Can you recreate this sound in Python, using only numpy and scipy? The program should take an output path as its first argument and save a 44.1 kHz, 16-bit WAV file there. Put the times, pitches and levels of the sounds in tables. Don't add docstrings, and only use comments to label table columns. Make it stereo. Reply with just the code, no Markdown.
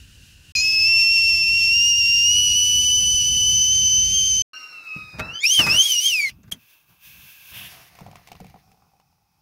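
import sys
import numpy as np
from scipy import signal
from scipy.fft import irfft, next_fast_len
from scipy.io import wavfile
from scipy.ndimage import uniform_filter1d

SR = 44100
rng = np.random.default_rng(int(sys.argv[2]) if len(sys.argv) > 2 else 0)


def inscribe(sig):
    pcm = np.round(np.clip(np.atleast_2d(sig).T, -1, 1) * 32767)
    wavfile.write(sys.argv[1], SR, pcm.astype(np.int16))


def undo_db(level):
    steps = np.asarray(level, float) / 20
    return 10 ** steps


N = 414981
T = np.arange(N) / SR
HZ = np.fft.rfftfreq(next_fast_len(N), 1 / SR)
PORT_LAG_S = .00018

STAGE_ENDS_S = [
    .53,
    4.48,
    5.43,
    6.31,
    7.9,
]
STAGE = np.searchsorted(STAGE_ENDS_S, T)
# (time [s], jet pitch [Hz], level of the first multiple [dB], of the second [dB])
SWOOP = [(5.408, 2135, -45, -63), (5.426, 2180, -36, -47), (5.441, 2356, -19, -36),
         (5.454, 2467, -13, -28.5), (5.475, 2784, -25.5, -20.5), (5.545, 3233, -16.5, -23),
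         (5.59, 3055, -17, -27.5), (5.636, 2578, -19.5, -20), (5.683, 2516, -20.5, -29.5),
         (5.71, 2610, -23, -22), (5.8, 3114, -16, -22), (5.864, 3290, -20, -31), (5.91, 3067, -15.5, -28),
         (5.982, 2824, -27, -24), (6.076, 3240, -14.5, -24), (6.115, 2940, -22.5, -25.5),
         (6.155, 2547, -23, -26.5), (6.22, 2280, -23.5, -34.5), (6.298, 2040, -32.5, -35)]
SWOOP_EASE = .45
# (time [s], pitch [Hz])
MUG = [(7.4, 689), (8.4, 741), (9.41, 828)]


def walk(rate, size=N):
    hold = max(int(SR / rate), 1)
    steps = np.repeat(rng.standard_normal(size // hold + 1), hold)
    slewed = uniform_filter1d(uniform_filter1d(steps, hold), hold)[:size]
    return slewed / slewed.std()


def glide(t, s, values, ease=0.):
    rows = np.arange(len(s))
    place = np.interp(t, s, rows)
    part = place % 1
    swing = (1 - np.cos(np.pi * part)) / 2
    return np.interp(place + ease * (swing - part), rows, values)


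def along(points):
    hz, value = np.transpose(points)
    return np.interp(np.log(HZ + 1), np.log(hz), value)


def noise(colour, lo_hz, hi_hz, balance_db, likeness, lag_s):
    shape = undo_db(along(colour)) * (HZ > colour[0][0]) * (HZ < colour[-1][0])
    in_band = shape[(HZ > lo_hz) & (HZ < hi_hz)]
    shape = shape / np.sqrt(2 * np.sum(in_band ** 2)) * N / np.sqrt(2)
    a, b = rng.standard_normal((2, len(HZ))) + 1j * rng.standard_normal((2, len(HZ)))
    c = np.clip(likeness, 0, 1)
    turn = 2 * np.pi * HZ * lag_s
    right = undo_db(-balance_db)
    left = 2 * shape / np.sqrt(1 + right ** 2 + 2 * c * right * np.cos(turn))
    far_port = c * a * np.exp(-1j * turn) + np.sqrt(1 - c ** 2) * b
    return irfft([left * a, left * right * far_port], next_fast_len(N))[:, :N]


def moved(bed_db, column, fall_db_s):
    # (time [s], slosh level [dB], rumble level [dB], held [s])
    moves = np.array([(.56, -56, -44.5, .42), (4.96, -67, -51, 0.068), (5.139, -51.5, -45, 0.018),
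                      (5.198, -38.5, -34.5, 0.011), (5.589, -37, -36.5, 0.14), (6.199, -60.5, -68.5, 0.028),
                      (6.32, -86, -46.5, 0.0072), (6.45, -79, -52, 0.031), (6.89, -68, -62.5, 0.042),
                      (7.05, -72, -57.5, 0.19), (7.52, -55, -49, 0.12), (7.72, -55, -56, 0.053),
                      (8.015, -61.5, -48, 0.074), (8.32, -66, -51, .01), (8.405, -75, -50, 0.058),
                      (8.8, -70.5, -68, 0.041)])
    rise_s = 0.027
    t = T[::64]
    late = t[:, None] - moves[:, 0]
    rise_db = 40 * np.clip(-late / rise_s, 0, 5)
    fall_db = fall_db_s * np.clip(late - moves[:, 3], 0, 1)
    db = moves[:, column] - rise_db - fall_db
    power = undo_db(2 * bed_db[::64]) + undo_db(2 * db).sum(axis=1)
    return np.interp(T, t, 10 * np.log10(power))


def air_levels():
    # (hiss level [dB], slosh level [dB], rumble level [dB] at the start of the stage,
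    # drift of hiss and slosh [dB/s], drift of rumble [dB/s])
    beds = [
        (-64, -72, -50, 0, -8),
        (-45, -61.5, -44.5, -.5, 2.5),
        (-66.5, -61, -77, -1, 12),
        (-35, -58, -64, -3.5, 1.5),
        (-55.5, -68.5, -81.5, 0.5, 11),
        (-64.5, -62.5, -59.5, -13, -8.5),
    ]
    # (time [s], flow against the bed [dB])
    flow = [(6.45, -19), (6.74, -4.5), (6.865, -17.5), (6.89, -9), (6.99, -13), (7.05, 3), (7.39, 1),
            (7.57, 9.5), (7.88, -3.5)]
    flow_slosh = 0.47
    jet_power, jet_hz = 3.5, 2964
    settled_s = 9.05
    hiss_db, slosh_db, rumble_db, drift, rumble_drift = np.transpose(beds)[:, STAGE]
    fade_clock = np.minimum(T, settled_s + 0.304 * (T - settled_s))
    since = fade_clock - np.array([0] + STAGE_ENDS_S)[STAGE]
    s, hz = np.transpose(SWOOP)[:2]
    jet_db = (STAGE == 3) * jet_power * 20 * np.log10(glide(T, s, hz, SWOOP_EASE) / jet_hz)
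    flow_db = (STAGE == 4) * np.interp(T, *np.transpose(flow))
    return (uniform_filter1d(hiss_db + drift * since + jet_db + flow_db, size=900),
            moved(slosh_db + drift * since + flow_slosh * flow_db, column=1, fall_db_s=104.5),
            moved(rumble_db + rumble_drift * since, column=2, fall_db_s=141))


def hiss(level_db):
    quiet, jet, weak_jet = [(880, -65), (1500, -11), (2200, -20), (2820, -0.5), (3330, -16), (3600, -12.5),
                            (6510, -15), (15800, -27.5)], [(880, -54.5), (1500, -47), (2000, -16.5), (2760, -3.5),
                                           (3700, -9.5), (4040, -22.5), (4300, -7), (4550, 1), (6140, -0.5),
                                           (7180, -6), (7850, -20), (9010, -10.5), (10200, -20),
                                           (12600, -15.5), (15800, -27.5)], [(1500, -33), (2000, 1), (2660, 6), (3050, -20),
                                                        (3550, -11), (3900, -2.5), (5100, -2), (7550, -12),
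                                                        (15800, -16.5)]
    tilted_jet, steam, spray = [(880, -61), (1500, -51.5), (2290, -14), (2630, -20), (3020, -12),
                                (3600, -14), (4050, -19), (4600, -10.5), (5900, -9), (7770, -22.5),
                                (9100, -16), (15800, -22.5)], [(1500, -12), (1640, -7.5), (1800, -21), (2300, -10),
                                                    (2500, -5), (2650, 1), (2820, -10), (3500, -10),
                                                    (4020, -17), (6300, -15.5), (7770, -24.5),
                                                    (10300, -17.5), (11300, -13), (15800, -10)], [(1500, -4.5), (1900, 4), (2300, 2.5),
                                                                   (2650, 0.5), (3200, -5.5), (4300, -3),
                                                                   (5200, -4), (6500, -6.5), (7700, -21),
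                                                                   (8600, -12), (15800, -7.5)]
    gush, trickle, ebb = [(1500, -9.5), (2000, -9.5), (2300, -8), (2650, 0), (3100, -3), (3600, -5),
                          (3950, -15.5), (5500, -14.5), (7770, -22.5), (11600, -11.5), (15800, -12.5)], [(1500, -7), (2350, -0.5), (2550, 7), (2750, -5), (4200, -3.5),
                                        (5300, 5), (6200, -1), (7600, -9.5), (15800, -2)], [(1500, -5), (2300, -7), (2700, -4), (3600, -9),
                                                         (4100, -12), (5500, -9), (7770, -19),
                                                         (11600, -11.5), (15800, -13)]
    # (starts [s], ends [s])
    gush_s = (7.53, 7.69)
    # (frequency [Hz], left minus right [dB])
    ports = [(60, 18.5), (110, 18.0), (200, 19.0), (380, 14.5), (700, 2.5), (1290, 11), (2380, 17),
             (4400, 4), (8120, 2.5), (15000, -12)]
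    trickle_s = 8.62
    colours = [quiet, jet, weak_jet, tilted_jet, steam, spray, gush, trickle, ebb]
    lean = [0.47, 1.0, 0.13, 0.48, 0.64, 0.72, 0.47, 0.47, 0.76]
    tone = np.where((STAGE == 4) & (T > gush_s[0]), 6, STAGE)
    tone = np.where((STAGE == 4) & (T > gush_s[1]), 8, tone)
    tone = np.where(T > trickle_s, 7, tone)
    out = 0
    for k, colour in enumerate(colours):
        layer = noise(colour, 8270, 14000, lean[k] * along(ports), 0.19, PORT_LAG_S)
        out = out + uniform_filter1d(1. * (tone == k), size=1500) * layer
    return out * undo_db(level_db + 1.0 * walk(25))


def rumble(level_db):
    # (frequency [Hz], density [dB/Hz])
    wind_colour, handling_colour = [(12, -39.5), (20, -12.5), (59, 1.5), (87, 2), (174, -9.5), (215, -12.5),
                                    (312, -22), (600, -34), (780, -59), (1320, -120)], [(12, -54.5), (20, -15), (27, -26), (54, 0.5),
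                                                    (135, 2.5), (195, -1), (246, -14.5), (330, -14.5),
                                                    (430, -44.5), (730, -120)]
    # (time [s], left minus right [dB])
    wind_pan = [(0, 1), (.53, -2.5), (.56, 16.5), (2.3, 22.5), (4.2, 27.5), (4.45, 26.5)]
    pan_db = np.interp(T, *np.transpose(wind_pan))
    side = np.array([np.ones(N), undo_db(-pan_db)]) * 2 / np.sqrt(1 + undo_db(-2 * pan_db))
    wind = noise(wind_colour, 30, 250, 0, 0.51, PORT_LAG_S) * side * 0.77
    handling = noise(handling_colour, 30, 250, 1.3, 0.98, PORT_LAG_S)
    return np.where(STAGE < 2, wind, handling) * undo_db(level_db)


def slosh(level_db):
    # (frequency [Hz], density [dB/Hz])
    kettle_water, mug_water = [(250, 2.5), (330, 0), (700, -1.5), (1100, -1), (1700, -0.5), (2100, -15)], [(250, -5), (450, -7), (750, -4), (1100, 0.5), (1500, -4),
                                              (2100, -44)]
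    # (time [s], ratio)
    hum_ratio = [(7.48, .7), (8.4, .9), (8.7, 2.3), (9.41, 2.4)]
    column_hz = np.interp(T, *np.transpose(MUG))
    hum = walk(230) * np.sin(2 * np.pi * np.cumsum(column_hz) / SR) * (T > 7.48)
    in_kettle = noise(kettle_water, 200, 2400, 2.48, 0.98, PORT_LAG_S)
    in_mug = noise(mug_water, 213, 2550, 9.8, 0.28, PORT_LAG_S)
    in_mug = in_mug + np.interp(T, *np.transpose(hum_ratio)) * hum
    return np.where(STAGE < 4, in_kettle, in_mug) * undo_db(level_db)


def air():
    hiss_db, slosh_db, rumble_db = air_levels()
    gust = 3.2 * np.tanh(walk(14))
    return hiss(hiss_db) + rumble(rumble_db + gust) + slosh(slosh_db + 0.44 * gust)


def whistle(table, turns, wobble, flutter_db, rasp, side_lines=(), beat=0., upper_db=0., even=0., ease=0., mix=()):
    # (time [s], left minus right below 4 kHz [dB], above 4 kHz [dB])
    whistle_pan = [
        [(0.56, 11, 10), (0.78, 11.0, 3.7), (2.76, 24, 13.8), (4.4, 7.3, 6.53)],
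        [(4.54, 0.5, 14), (5.892, 10.5, 2.4), (6.3, 1.5, 3.2)],
    ]
    # (frequency [Hz], level [dB])
    upper = [(6000, -17), (6900, -23), (7900, -35.5), (8400, -31.5), (8800, -18.5), (9030, -14.5),
             (9130, -25.5), (9250, -18), (9800, -24.5), (10800, -53), (11900, -25), (13200, -51),
             (16000, -69.5)]
    # (time [s], pitch [Hz])
    spout_hz = [(4.5, 1270), (5.1, 1250), (5.25, 1300), (5.395, 1370), (5.42, 1650), (5.45, 1900)]
    warble_end_s, warble_beat_hz = .618, 66.3
    upper_pan_db, spout_rasp = -6, .35
    s, *columns = np.transpose(table)
    span = slice(int(s[0] * SR), int(s[-1] * SR))
    t = T[span]
    hz, first_db, second_db = (uniform_filter1d(glide(t, s, c, ease), size=600) for c in columns)
    at, pan_low, pan_high = np.transpose(sum(whistle_pan, []))
    drift = wobble * (walk(35, len(t)) / 2 + walk(110, len(t)) + walk(400, len(t)))
    beat_cycle = 2 * np.pi * warble_beat_hz * t + 0.5 * walk(60)[span]
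    shake = beat * np.clip((warble_end_s - t) / .01, 0, 1) * np.cos(beat_cycle)
    phase = 2 * np.pi * np.cumsum(hz * (1 + drift + 0.051 * shake)) / SR
    calm = 2 * np.pi * np.cumsum(hz * (1 + drift)) / SR
    spout_now = np.interp(t, *np.transpose(spout_hz)) * (1 + 0.0024 * walk(55)[span])
    spout = 2 * np.pi * np.cumsum(spout_now) / SR

    def outside_db(start, end, ramp_s):
        return 60 * np.clip(np.maximum(start - t, t - end) / ramp_s, 0, 1)

    # (multiple, sign of the spout hum, level dB, turn between ports rad, roughness)
    lines = [(1, 0, first_db, turns[0], rasp), (2, 0, second_db, turns[1], 1.61 * rasp)]
    for k in range(3, 6):
        landing_db = (1 - even) * np.interp(k * hz, *np.transpose(upper))
        lines.append((k, 0, first_db + upper_db - 7 * k * even + landing_db, turns[2], 3 * rasp))
    for k, db, start, end, rough in side_lines:
        lines.append((k, 0, first_db + db - outside_db(start, end, 0.017), turns[1], rough))
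    for k, sign, db, start, end in mix:
        lines.append((k, sign, first_db + db - outside_db(start, end, .06), turns[1], spout_rasp))

    ends = np.clip(np.minimum(t - t[0] + 0.0032, t[-1] - t) / 0.005, 0, 1)
    out = np.zeros((2, N))
    for k, sign, level_db, turn, rough in lines:
        pan_db = upper_pan_db
        if k < 3:
            pan_db = np.where(k * hz < 4000, np.interp(t, at, pan_low), np.interp(t, at, pan_high))
        right = undo_db(-pan_db)
        throb = 1 + shake * {1: 0.3, 2: 1.6}.get(k, -0.5)
        size = undo_db(level_db + flutter_db * np.tanh(walk(44.98, len(t)))) * throb
        size = size * (1 + rough * walk(500, len(t))) * ends * (k * hz < 16000)
        left = 2 * np.sqrt(2) * size / np.sqrt(1 + right ** 2 + 2 * right * np.cos(turn))
        cycle = k * (phase if k == int(k) else calm) + sign * spout + 2.0
        out[:, span] += left * np.cos(cycle), left * right * np.cos(cycle - turn)
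    return out


def boiling_whistle():
    # (time [s], jet pitch [Hz])
    boil = [(.552, 2517), (.63, 2574), (.85, 2617), (.888, 2696), (1.45, 2712), (1.68, 2714), (1.85, 2813),
            (2.05, 2758), (2.24, 2810), (2.31, 2901), (2.45, 2952), (2.78, 2974), (2.81, 2993), (3.6, 3026),
            (4.0, 3046), (4.1, 3076), (4.424, 3083)]
    # (time [s], kick [Hz], half width [s])
    surges = [(.59, -72, 0.024), (1.13, 30, 0.028), (1.419, -18.5, .04), (1.56, 25.5, 0.033),
              (1.75, 36, 0.017), (1.89, 45.5, 0.031), (1.94, -17, 0.0096), (1.98, 61, 0.026),
              (2.52, -59, .04), (3.233, -58.5, .03), (3.761, 43.5, 0.049), (4.16, 66, 0.042),
              (4.27, 39.5, 0.045), (4.35, -30, 0.022)]
    # (time [s], first multiple [dB], second multiple [dB])
    boil_db = [(.56, -21.5, -23.5), (.83, -21.5, -18), (.89, -17, -17.5), (1.17, -16.5, -19),
               (1.42, -19.5, -21), (1.63, -18, -20.5), (1.86, -17.5, -19), (2.19, -18.5, -20),
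               (2.36, -17.5, -20), (2.96, -21, -19), (3.3, -22.5, -20.5), (3.5, -20.5, -18.5),
               (3.78, -22.5, -18.5), (3.99, -22.5, -17), (4.09, -27, -20.5), (4.15, -21, -19.5),
               (4.37, -26.5, -19)]
    # (multiple, level against the first [dB], starts [s], ends [s], roughness)
    warble = [(1.69, -5, .56, .61, .3), (2.36, -9, .56, .61, 0.3), (2.7, -7, .56, .61, 0.3),
              (1.5, -28, 2.36, 4.42, 1.6), (1.7, -20, .61, .625, 1.2), (.962, -21, 2.3, 4.42, 2),
              (2.7, -16, .61, .645, 1.2)]
    s = np.linspace(boil[0][0], boil[-1][0], num=500)
    hz = np.interp(s, *np.transpose(boil))
    for at, kick, half in surges:
        hz = hz + kick * np.exp(-((s - at) / half) ** 2)
    at, first_db, second_db = np.transpose(boil_db)
    table = np.transpose([s, hz, np.interp(s, at, first_db), np.interp(s, at, second_db)])
    return whistle(table, [4.4, .8, 4.5], .0025, flutter_db=1.5, rasp=0.067, side_lines=warble, beat=.38)


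def sagging_whistle():
    # (time [s], jet pitch [Hz], first multiple [dB], second multiple [dB])
    sag, squeeze = [(4.533, 2816, -36.5, -50), (4.661, 2780, -43.5, -48), (4.84, 2628, -43, -60),
                    (4.9, 2580, -37, -55), (5.013, 2547, -38, -51.5), (5.19, 2460, -46, -57)], [(5.234, 2630, -33, -56), (5.3, 2680, -38, -58), (5.33, 2900, -39, -48),
                                 (5.354, 3034, -30, -46), (5.39, 3100, -29.5, -47),
                                 (5.414, 3420, -39.5, -35.5), (5.447, 3850, -27, -64)]
    # (multiple, level against the first [dB], starts [s], ends [s], roughness)
    half_lines = [(1.45, -13.5, 5.41, 6.5, 1.4)]
    # (multiple, sign of the hum, level against the first [dB], starts [s], ends [s])
    spout_mix = [(0, 1, -13, 4.5, 5.37), (1, -1, -14, 4.5, 4.88), (1, 1, -20, 4.5, 5.3),
                 (2, -1, -20, 4.5, 4.82), (1, -1, -20, 5.32, 5.44), (2, -1, -13, 5.345, 5.45)]
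    return whistle(sag + squeeze, [1.2, .6, 1.1], .0035, flutter_db=5.5, rasp=0.23, side_lines=half_lines,
                   mix=spout_mix, upper_db=-19.0)


def ring(hz, t60, bend=0.):
    t = np.arange(int(SR * max(t60, .002))) / SR
    return np.sin(2 * np.pi * hz * t * (1 + bend * t / t60)) * np.exp(-np.log(1000) * t / t60)


def burst(lo_hz, hi_hz, t60, rise_s):
    t = np.arange(4096) / SR
    sos = signal.butter(2, [lo_hz, hi_hz], "bandpass", fs=SR, output="sos")
    band = signal.sosfilt(sos, rng.standard_normal(len(t)))
    fade = np.exp(-np.log(1000) * t / max(t60, .003))
    return band / band.std() / 2 * (1 - np.exp(-t / rise_s)) * fade


def add(out, s, sound, pan_db=0., lag=7):
    for ch in range(2):
        i = int(s * SR) + ch * lag
        part = sound[:N - i]
        out[ch, i:i + len(part)] += part * undo_db((2.0 - ch) * pan_db)


def kettle_knocks():
    # (time [s], peak [dB], thump [dB], tail [s], left minus right [dB])
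    blows = [(4.958, -39, -34, 0.027, 3), (5.185, -34, -45, 0.03, 8.5), (5.193, -26, -41, 0.057, 8.5),
             (5.59, -19, -35.5, 0.12, 7), (5.61, -26, -36, 0.087, -11), (5.664, -14, -30, 0.074, 4),
             (5.739, -21, -31, 0.12, 0.5), (6.29, -54, -56, 0.09, 5.5), (6.384, -71, -49.5, 0.055, 4.5),
             (6.432, -58, -66, 0.08, 7), (6.476, -51, -47, 0.087, 4), (6.532, -48, -42, 0.14, 4.5),
             (6.618, -69, -63, 0.06, 2)]
    # (frequency [Hz], level [dB], t60 [s])
    walls = [(320.6, -10, 0.301), (448, -8, 0.29), (630, -4, 0.25), (847, -13, 0.253), (935, -9, 0.18),
             (1189, -1, 0.15), (1387, -1.5, 0.14), (1550, -7, .22), (1870, -8.5, .35), (2060, -1.5, 0.18),
             (3600, -7, 0.097)]
    out = np.zeros((2, N))
    for s, db, thump_db, tail, pan_db in blows:
        add(out, s, undo_db(db - 2.0) * burst(290, 3900, tail, 0.0029), pan_db)
        for hz, mode_db, t60 in walls:
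            luck_db = 2.7 * rng.standard_normal()
            add(out, s + 0.0027, undo_db(db - 19.5 + mode_db + luck_db) * ring(hz, min(t60, .35)), pan_db)
        add(out, s, undo_db(db - 2) * burst(1600, 2700, 0.95 * tail, 0.0045), pan_db)
        add(out, s, undo_db(db - 13.0) * burst(2000, 14000, 0.74 * tail, .003), pan_db)
        add(out, s, undo_db(thump_db + 5.5) * burst(99, 220, 0.13, 0.0053), pan_db)
    return out


def swooping_whistle():
    return whistle(SWOOP, [1.4, 1.3, 1.2], .0045, flutter_db=5.5, rasp=0.23, upper_db=2.5, even=0.46,
                   ease=SWOOP_EASE)


def spout_cap():
    # (time [s], peak [dB], ring [Hz], tail [s])
    clicks = [
        (6.5193, -27.5, 3170, 0.026),
    ]
    # (frequency [Hz], level [dB], t60 [s])
    cap_modes = [(2270, -8, 0.041), (6130, -18, 0.081), (6770, -11, 0.044), (9300, 0, 0.044),
                 (10500, -6, 0.041)]
    out = np.zeros((2, N))
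    add(out, 6.292, undo_db(-28) * burst(2350, 3030, 0.062, 0.0017), pan_db=6.5)
    add(out, 6.288, undo_db(-39.0) * burst(4400, 5500, 0.12, 0.0027), pan_db=0)
    add(out, 6.432, undo_db(-55.5) * burst(6000, 7700, 0.03, 0.001), pan_db=5.0)
    add(out, 6.435, undo_db(-58) * burst(1450, 1700, 0.24, 0.004), pan_db=2)
    for s, db, hz, tail in clicks:
        add(out, s, undo_db(db) * burst(0.975 * hz, 1.038 * hz, 2 * tail, 0.00055), pan_db=11.5)
        add(out, s - .006, undo_db(db - 4.0) * burst(630, 18000, 0.051, 0.0089), pan_db=11.5)
        for mode_hz, mode_db, t60 in cap_modes:
            mode = burst(.97 * mode_hz, 1.03 * mode_hz, t60, 0.00081)
            add(out, s, undo_db(db + mode_db) * mode, pan_db=7.5)
        add(out, s + 0.0083, undo_db(db - 2) * ring(173, 0.04), pan_db=0.0)
    return out


def pour():
    # (time [s], peak of the air column [dB], thump [dB], spatter [dB], bubble pitch [Hz])
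    splashes = [(7.952, -46.5, -68, -41, 788), (7.988, -37, -65, -41, 1040), (8.007, -37, -37, -41, 900),
                (8.064, -36, -51, -43, 740), (8.086, -40, -51, -55, 600), (8.113, -49, -60, -42, 796),
                (8.132, -41, -61, -65, 820), (8.156, -36.5, -52, -36, 1036), (8.195, -51, -56, -60, 782),
                (8.215, -52, -60, -60, 800), (8.273, -44, -56, -37, 1110), (8.286, -44, -64, -42, 850),
                (8.317, -34, -40.5, -31.5, 780), (8.352, -43, -54, -41.5, 1060),
                (8.402, -37, -32.5, -39, 780), (8.445, -42, -42.5, -43.5, 794), (8.466, -51, -62, -44, 802),
                (8.498, -52, -62, -45.5, 817), (8.542, -40.5, -40.5, -52, 790),
                (8.559, -42.5, -59, -62, 800), (8.677, -57, -51, -64, 806), (8.716, -54, -52, -50, 806),
                (8.744, -58, -63.5, -64, 806), (8.773, -55.5, -62, -62, 806),
                (8.822, -53, -56.5, -61, 1100), (8.867, -57, -60, -65, 802), (8.936, -55, -63, -67, 802),
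                (8.966, -62, -64, -66, 804), (8.999, -50, -63, -53, 1000), (9.127, -63, -69, -69, 881),
                (9.183, -65, -70.5, -70, 850)]
    out = np.zeros((2, N))
    chance = rng.random((len(splashes), 2, 2))
    for (s, db, thump_db, spatter_db, hz), bubbles in zip(splashes, chance):
        column_hz = 1.03 * np.interp(s, *np.transpose(MUG))
        add(out, s, undo_db(db - 7) * burst(600, 1350, .022, .001), pan_db=1.5)
        add(out, s, undo_db(db - 8) * ring(column_hz, .045, bend=-.1), pan_db=1.5)
        add(out, s, undo_db(db - 3) * ring(1.05 * hz, .028, bend=-.25), pan_db=1.5)
        add(out, s + 0.006, undo_db(thump_db + 5.5) * ring(184.2, 0.086), pan_db=-4.5)
        add(out, s + 0.01175, undo_db(thump_db - 5.5) * burst(412, 493, 0.075, 0.0072), pan_db=3.5)
        add(out, s, undo_db(spatter_db - 4) * burst(2150, 2800, .035, .001), pan_db=.8, lag=1)
        add(out, s, undo_db(spatter_db + 1) * burst(1700, 7500, .018, .0007), pan_db=.8, lag=1)
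        add(out, s, undo_db(spatter_db + 1) * burst(10000, 15200, 0.024, 0.00068), pan_db=-5.5, lag=0)
        drops_s = s + .006 + .01 * bubbles[0, 0]
        add(out, drops_s, undo_db(spatter_db - 5) * burst(1900, 5500, .025, .001), pan_db=.8, lag=1)
        for late, size in bubbles:
            bubble = ring(hz * (0.7 + 0.6 * size), 0.022, bend=-.15)
            add(out, s + 0.03 * late, undo_db(db - 13) * bubble, pan_db=1.5)
    return out


def scene():
    on_flame = air() + boiling_whistle()
    carried = sagging_whistle() + kettle_knocks() + swooping_whistle()
    return on_flame + carried + spout_cap() + pour()


def roll_off(x):
    return signal.sosfilt(signal.butter(12, 16850, fs=SR, output="sos"), x)


def record(dry):
    # (starts [s], ends [s])
    splices = [
        (.521, .551),
        (4.4205, 4.533),
        (6.504, 6.511),
    ]
    ceiling, top_hz = 1.2, 15700
    gate = np.prod([(T < a) | (T > b) for a, b in splices], axis=0)
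    rounded = ceiling * np.tanh(dry / ceiling)
    top = signal.ellip(10, .2, 70, top_hz, fs=SR, output="sos")
    mix = signal.sosfilt(top, rounded * uniform_filter1d(1. * gate, size=60))
    return roll_off(mix)


dry = scene()
out = record(dry)
inscribe(out)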